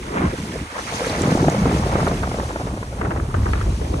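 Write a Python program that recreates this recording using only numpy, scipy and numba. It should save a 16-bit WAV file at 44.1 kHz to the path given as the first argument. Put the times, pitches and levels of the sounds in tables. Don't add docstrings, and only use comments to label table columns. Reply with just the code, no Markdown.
import sys
import numpy as np
from scipy import signal
from scipy.fft import rfft, irfft
from scipy.io import wavfile
from scipy.ndimage import uniform_filter1d
from numba import njit

SR = 44100
rng = np.random.default_rng(int(sys.argv[2]) if len(sys.argv) > 2 else 0)


def inscribe(sig):
    pcm = np.round(np.clip(np.atleast_2d(sig).T, -1, 1) * 32767)
    wavfile.write(sys.argv[1], SR, pcm.astype(np.int16))


N = 176400

# (time [s], spray level [dB], foam level [dB])
WHITEWATER_LEVELS = [(0, -38, -48), (.4, -35.5, -42.5), (.7, -38, -47), (.8, -38.5, -40.5),
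                     (.97, -28.5, -38), (1.2, -33, -35.5), (1.5, -35, -40.5), (2.05, -34, -40),
                     (2.3, -40.5, -43.5), (2.7, -52.5, -48), (2.95, -45.5, -52), (3.28, -49, -53.5),
                     (3.45, -43.5, -45.5), (4, -45.5, -46)]
# (frequency [Hz], gain [dB])
FOAM_MID_SPECTRUM = [(1470, -21), (2500, 3), (2790, -1.5), (3910, -1.5), (4340, -3), (4720, -5), (5270, -5),
                     (5450, -5), (5840, -0.5), (6170, -1.5), (8020, -9), (8960, -3.5), (9270, -4.5),
                     (9600, -11), (10100, -67), (10900, -13), (11500, -13), (12400, -21), (13000, -33)]
# (frequency [Hz], gain [dB])
FOAM_SIDE_SPECTRUM = [(1470, -26), (2500, 3.5), (3100, 0), (3960, -7), (5350, -1), (6100, -13), (7190, -5),
                      (8150, -27), (8760, -21), (9410, 1.5), (9920, -3.5), (10900, -19), (11500, -11),
                      (12000, -24), (15600, -58), (22000, -120)]
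WAVE_LEAD_MS, RIPPLE_LEAD_MS = 0.43, -0.67
GLIDE = 0.072


def undb(db):
    return 10 ** (np.asarray(db) / 20)


def balance(left_db, right_db):
    return undb([[left_db], [right_db]])


def curve(table, column=1):
    rows = np.array(table)
    return undb(np.interp(np.arange(N) / SR, rows[:, 0], rows[:, column]))


def swell(peak_s, rise_s, fall_s):
    t = np.arange(N) / SR
    return np.exp(-.5 * ((t - peak_s) / np.where(t < peak_s, rise_s, fall_s)) ** 2)


def unit(x):
    return x / np.sqrt(np.mean(x ** 2))


def colour(x, points):
    hz, db = np.array(points, float).T
    octave, known = np.log2(np.arange(N // 2 + 1) * SR / N + 1e-3), np.log2(np.sort(hz))
    outside = np.abs(octave - np.clip(octave, known[0], known[-1]))
    return irfft(rfft(x) * undb(np.interp(octave, known, db) - 46 * outside), N)


def flicker(rate_hz):
    hold = int(SR / rate_hz)
    steps = rng.standard_normal(4096)[np.arange(N) // hold]
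    return unit(uniform_filter1d(uniform_filter1d(steps, hold), hold))


def ports(x, lead_ms, mono_hz):
    hz = np.arange(N // 2 + 1) * SR / N
    apart = 1 / (1 + (mono_hz / (hz + 1)) ** 8)
    turn = np.exp(1j * np.pi * hz * apart * lead_ms / 1000)
    left, right = rfft(np.broadcast_to(x, (2, N))) * np.array([turn, turn.conj()])
    mid, side = (left + right) / 2, (left - right) / 2 * apart
    return irfft(np.array([mid + side, mid - side]), N)


@njit
def ring(start_s, hz, cycles, size, glide):
    out = np.zeros(N)
    for k in range(len(start_s)):
        life = cycles[k] / hz[k] * SR
        first, phase = int(start_s[k] * SR), 0.
        for i in range(min(int(6 * life), N - first)):
            phase += 2 * np.pi * min(hz[k] * (1 + glide * i / life) / SR, .45)
            out[first + i] += size[k] * np.exp(-i / life) * (1 - np.exp(-phase / 2)) * np.sin(phase)
    return out


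def cloud(lo_hz, hi_hz, cycles, spread_db, count):
    when, pitch, life, strength, sign = rng.random((count, 5)).T
    hz = lo_hz + (hi_hz - lo_hz) * pitch
    boost_db = -spread_db * np.log(np.maximum(strength, .01))
    size = np.sqrt(hz) * undb(boost_db) * np.sign(sign - .5)
    return unit(ring(when * N / SR, hz, cycles * (.5 + life), size, GLIDE))


def wide_cloud(lo_hz, hi_hz, cycles, spread_db, count, width):
    common, left, right = (cloud(lo_hz, hi_hz, cycles, spread_db, count) for _ in range(3))
    return common + width * np.array([left, right])


def burst(time, db, hz, cycles, scatter_s, octaves, rest_db, count):
    late, pitch, size = rng.random((count, 3)).T
    main = np.arange(count) == 0
    starts = np.where(main, time, time + scatter_s * late)
    pitches = hz * 2 ** np.where(main, 0, octaves * (2 * pitch - .9))
    sizes = np.where(main, 1, undb(rest_db) * (2 * size - 1))
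    sound = ring(starts, pitches, np.full(count, float(cycles)), sizes, GLIDE)
    return sound * undb(db) / np.abs(sound).max()


def churn():
    # (time [s], level [dB])
    levels = [(0.0, -26), (0.08, -44), (0.18, -30), (0.25, -18.5), (0.31, -39.5), (0.45, -29),
              (0.61, -29.5), (0.69, -46.5), (0.81, -33.5), (0.88, -37), (1.19, -24.5), (1.31, -20.5),
              (1.37, -25), (1.47, -20), (1.51, -23.5), (1.62, -25.5), (1.68, -20), (1.93, -30), (2.07, -21),
              (2.16, -29), (2.82, -32.5), (2.87, -40), (2.99, -34), (3.04, -24.5), (3.15, -31),
              (3.2, -24.5), (3.26, -36.5), (3.38, -27.5), (3.9, -31.5), (3.95, -24.5), (4.0, -39)]
    # (frequency [Hz], gain [dB])
    spectrum = [(70, 1.5), (125, 0), (180, 0.5), (300, -2.5), (420, -7), (600, -38), (1000, -71)]
    bubbles = cloud(87.6, 565.0, cycles=0.54, spread_db=3.5, count=2200)
    return unit(colour(bubbles, spectrum)) * curve(levels) * undb(1.0)


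def wind():
    # (time [s], level [dB])
    gusts = [(0.0, -37), (0.17, -44), (0.26, -26), (0.44, -45), (0.65, -33.5), (0.72, -50), (1.48, -31),
             (1.59, -38), (1.67, -20.5), (1.69, -28.5), (2.35, -30.5), (2.36, -34), (3.01, -31.5),
             (3.03, -23), (3.15, -30), (3.27, -23.5), (3.7, -21), (3.79, -27), (3.97, -25.5), (4.0, -27)]
    # (frequency [Hz], gain [dB])
    spectrum = [(13, -44), (22, -43), (43, -7.5), (65, -3.5), (93, -10), (141, -15), (170, -50), (220, -32),
                (370, -120)]
    return unit(colour(rng.standard_normal(N), spectrum)) * curve(gusts) * undb(3.0)


def far_surf():
    # (frequency [Hz], gain [dB])
    tilt = [(2000, -12.5), (5000, -11), (8500, -6), (13000, -7.5)]
    mid, side = (unit(colour(colour(rng.standard_normal(N), spectrum), tilt))
                 for spectrum in (FOAM_MID_SPECTRUM, FOAM_SIDE_SPECTRUM))
    return np.array([mid + side, mid - side]) * undb(-50)


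def spray():
    drops = wide_cloud(802.0, 3860.0, cycles=3.35, spread_db=2.0, count=4500, width=0.98)
    # (frequency [Hz], gain [dB])
    spectrum = [(700, -1), (1300, 0), (2200, -2.5), (2800, -11), (4000, -16)]
    at_mic = unit(ports(colour(drops, spectrum), WAVE_LEAD_MS, mono_hz=906))
    spurts = undb(-0.5 + 1.84 * flicker(50))
    return at_mic * balance(-2.2, 1.4) * curve(WHITEWATER_LEVELS) * spurts


def foam():
    mid, side = (cloud(2598.0, 13030.0, cycles=7.1, spread_db=2.7, count=14000)
                 + 1.2 * rng.standard_normal(N) for _ in range(2))
    mid = unit(colour(mid, FOAM_MID_SPECTRUM))
    side = unit(colour(side, FOAM_SIDE_SPECTRUM)) * undb(0.5)
    level = curve(WHITEWATER_LEVELS, column=2)
    flurries = undb((1.3 * flicker(40) + 0.8 * flicker(16)) * np.sqrt(level / level.max()))
    return np.array([mid + side, mid - side]) * level * flurries * balance(0, -0.5)


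def sloshes():
    # (peak time [s], rise [s], fall [s], level [dB], centre pitch [Hz], left port's lead [ms])
    spills = [(.19, 0.039, 0.064, -26, 1330, 0.32), (.247, 0.12, 0.04, -23, 325, 0.98),
              (.24, 0.089, 0.036, -26, 856, 0.36), (0.341, 0.0083, 0.0061, -22.5, 297, 0.51),
              (0.561, 0.023, 0.01, -29, 355, 0.28), (.785, 0.03, 0.019, -27.5, 1080, 1),
              (1.665, 0.0051, 0.014, -30.5, 553, 0.58), (2.05, 0.39, 0.15, -24.5, 125, -0.083),
              (2.39, 0.0093, 0.014, -33, 860, 0.2), (3.06, 0.043, 0.14, -38, 610, -0.63),
              (3.49, 0.16, 0.18, -35.5, 980, -0.94), (3.685, 0.02, 0.02, -27.5, 335, -1.2),
              (3.95, 0.081, 0.1, -31.5, 428, -0.69)]
    out = 0
    for peak, rise, fall, db, hz, lead_ms in spills:
        mid, side = (cloud(hz * 0.5, hz * 1.517, cycles=1.02, spread_db=-0.05, count=1800)
                     for _ in range(2))
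        bubbles = unit(mid + 0.46 * np.array([side, -side]))
        out += ports(bubbles * swell(peak, rise, fall) * undb(db), lead_ms, mono_hz=427)
    return out


def gulps():
    # (time [s], level [dB], pitch [Hz], decay [cycles])
    bubbles = [(0.236, -19, 340, 4.7), (0.248, -23, 1042, 15), (0.385, -16, 266, 1.4),
               (0.558, -19, 400, 2.5), (1.016, -14, 496, 4.4), (1.1, -17, 285, 2.5),
               (1.131, -15.5, 600, 2.7), (1.312, -9, 176, 2.7), (1.4, -15, 163, 4), (1.429, -12.5, 362, 4),
               (1.48, -3, 150, 1.06), (1.581, -10.5, 200, 4.3), (1.613, -8, 180, 3.6), (1.663, -18, 288, 3),
               (1.744, -10, 145, 2.1), (2.11, -15.5, 115, 3.3)]
    start, db, hz, cycles = np.array(bubbles, float).T.copy()
    return ports(ring(start, hz, cycles, undb(db), GLIDE / 2), WAVE_LEAD_MS, mono_hz=1300)


def crest():
    # (time [s], level [dB])
    levels = [(0, -60), (.45, -37.5), (.55, -37.5), (.69, -41), (.85, -37.5), (1, -29), (1.2, -26.5),
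              (1.42, -25.5), (1.7, -25.5), (1.85, -29), (2.03, -26), (2.18, -32.5), (2.4, -33.5),
              (2.65, -35), (2.9, -41), (2.99, -36), (3.06, -28.5), (3.16, -32), (3.28, -39.5), (3.55, -41),
              (3.75, -41), (4, -35)]
    # (frequency [Hz], gain [dB])
    spectrum = [(250, -29), (450, 3.5), (680, 0.5), (900, -0.5), (1200, -4.5), (1700, -13), (3000, -15)]
    bubbles = wide_cloud(299.0, 1926.0, cycles=0.69, spread_db=2.5, count=6000, width=0.98)
    at_mic = unit(ports(colour(bubbles, spectrum), WAVE_LEAD_MS, mono_hz=740))
    spurts = undb(-0.5 + 2 * flicker(110))
    return at_mic * curve(levels) * spurts


def crackle():
    # (frequency [Hz], gain [dB])
    spectrum = [(2800, -16), (3500, 0), (4300, 5), (5200, 0), (6200, 7.5), (7500, -10)]
    drops = wide_cloud(3100.0, 6950.0, cycles=6.0, spread_db=3.8, count=4000, width=0.75)
    at_mic = unit(ports(colour(drops, spectrum), WAVE_LEAD_MS, mono_hz=600))
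    envelope = swell(peak_s=0.92, rise_s=0.12, fall_s=0.61) * undb(-40.5)
    return at_mic * envelope * balance(1.5, -1.5)


def plops():
    # (time [s], gulp level [dB], gulp pitch [Hz], spit level [dB])
    pockets = [(0.765, -23.5, 720, -33), (0.79, -16, 920, -18), (1.237, -16, 754, -19),
               (1.258, -27, 940, -18), (1.273, -12, 560, -35), (1.319, -11.5, 555, -29),
               (1.350, -11.5, 475, -28), (1.374, -10, 526, -21), (1.443, -14, 660, -21),
               (1.483, -0.5, 530, -13), (1.547, -13, 690, -18), (1.656, -7, 530, -15),
               (1.671, -13, 670, -29), (1.715, -13, 750, -27), (1.926, -14.5, 573, -37),
               (1.955, -6, 534, -15.5), (1.995, -14, 655, -20), (2.004, -13.5, 861, -15),
               (2.03, -13, 560, -32), (2.068, -12, 795, -11.5), (2.076, -7.5, 603, -17),
               (2.113, -12.5, 696, -17), (2.232, -12.5, 790, -16), (2.239, -26, 590, -18),
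               (2.273, -16.5, 650, -30), (2.316, -15, 670, -28), (2.342, -22, 750, -25),
               (2.386, -16, 646, -21), (2.398, -13, 750, -35), (2.433, -18, 450, -35),
               (2.49, -25, 920, -29), (2.506, -19.5, 646, -22.5), (2.559, -14, 556, -16),
               (2.598, -17, 685, -27), (2.614, -17, 600, -27), (2.669, -20, 480, -42),
               (2.743, -20, 655, -32), (2.775, -19.5, 573, -25), (2.828, -18.5, 544, -20),
               (2.927, -20.5, 515, -30)]
    gulp = sum(burst(t, db, hz, cycles=0.67, scatter_s=0.0059, octaves=0.99, rest_db=-3.5, count=8)
               for t, db, hz, _ in pockets)
    spit = sum(burst(t, db, hz=1150, cycles=0.83, scatter_s=0.007, octaves=0.41, rest_db=0, count=10)
               for t, _, _, db in pockets)
    return ports(gulp, WAVE_LEAD_MS, mono_hz=830) + ports(spit, lead_ms=0.22, mono_hz=1170) * undb(-1.5)


def droplets():
    # (time [s], level [dB], pitch [Hz])
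    drops = [(0.783, -33, 4780), (0.956, -23.5, 5600), (1.096, -22, 4070), (1.219, -18.5, 7100),
             (1.336, -31, 8400), (1.499, -20, 6230), (2.077, -29, 8650), (2.084, -25.5, 3960)]
    ticks = sum(burst(t, db, hz, cycles=7, scatter_s=0.003, octaves=0.25, rest_db=-4, count=6)
                for t, db, hz in drops)
    return ticks * balance(0, -2)


def trickle():
    bubbles = cloud(450.0, 1750.0, cycles=2.2, spread_db=3.0, count=2000)
    envelope = swell(peak_s=2.37, rise_s=0.17, fall_s=0.38) * undb(-38)
    return ports(bubbles * envelope, lead_ms=0.25, mono_hz=800)


def slaps():
    # (time [s], level [dB], pitch [Hz], snap length [s])
    ripples = [(3.013, -14.5, 1030, 0.007), (3.05, -18, 930, 0.017), (3.107, -19, 1010, 0.0028),
               (3.113, -17, 1060, 0.01), (3.162, -23, 940, 0.0038), (3.172, -24, 1030, 0.0051),
               (3.198, -22.5, 1260, 0.003), (3.342, -15.5, 970, 0.0092), (3.458, -15, 970, 0.01),
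               (3.488, -22, 786, 0.0086), (3.534, -13, 1200, 0.00174), (3.555, -21, 1150, 0.0039),
               (3.612, -18, 1160, 0.0034), (3.813, -21, 450, 0.015), (3.939, -18.5, 675, 0.0045)]
    edge = sum(burst(t, db, hz=1750, cycles=1.6, scatter_s=0.006, octaves=0.3, rest_db=0, count=8)
               for t, db, _, _ in ripples)
    snap = sum(burst(t, db, hz, cycles=0.9, scatter_s=length, octaves=0.6, rest_db=0, count=16)
               for t, db, hz, length in ripples)
    gulp = sum(burst(t, db, hz=445, cycles=2.3, scatter_s=0.012, octaves=0.67, rest_db=-2.5, count=6)
               for t, db, _, _ in ripples)
    splatter = sum(burst(t, db, hz, cycles=1.5, scatter_s=0.03, octaves=0.8, rest_db=5, count=36)
                   for t, db, hz, _ in ripples)
    bright = undb(-7.5) * edge * balance(2.5, -2.5)
    body = (undb(1.5) * snap + undb(-6) * gulp + undb(-11.5) * splatter) * balance(1.2, -0.8)
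    return ports(bright + body, RIPPLE_LEAD_MS, mono_hz=395)


def scene():
    wave = churn() + crest() + spray() + crackle() + foam() + plops() + gulps() + sloshes() + droplets()
    return wave + trickle() + slaps() + far_surf() + wind()


def record(dry):
    top_hz = 15700
    rounded = dry / (1 + dry ** 4) ** (1 / 4)
    return signal.sosfilt(signal.ellip(8, .2, 70, top_hz, fs=SR, output="sos"), rounded)


dry = scene()
out = record(dry)
inscribe(out)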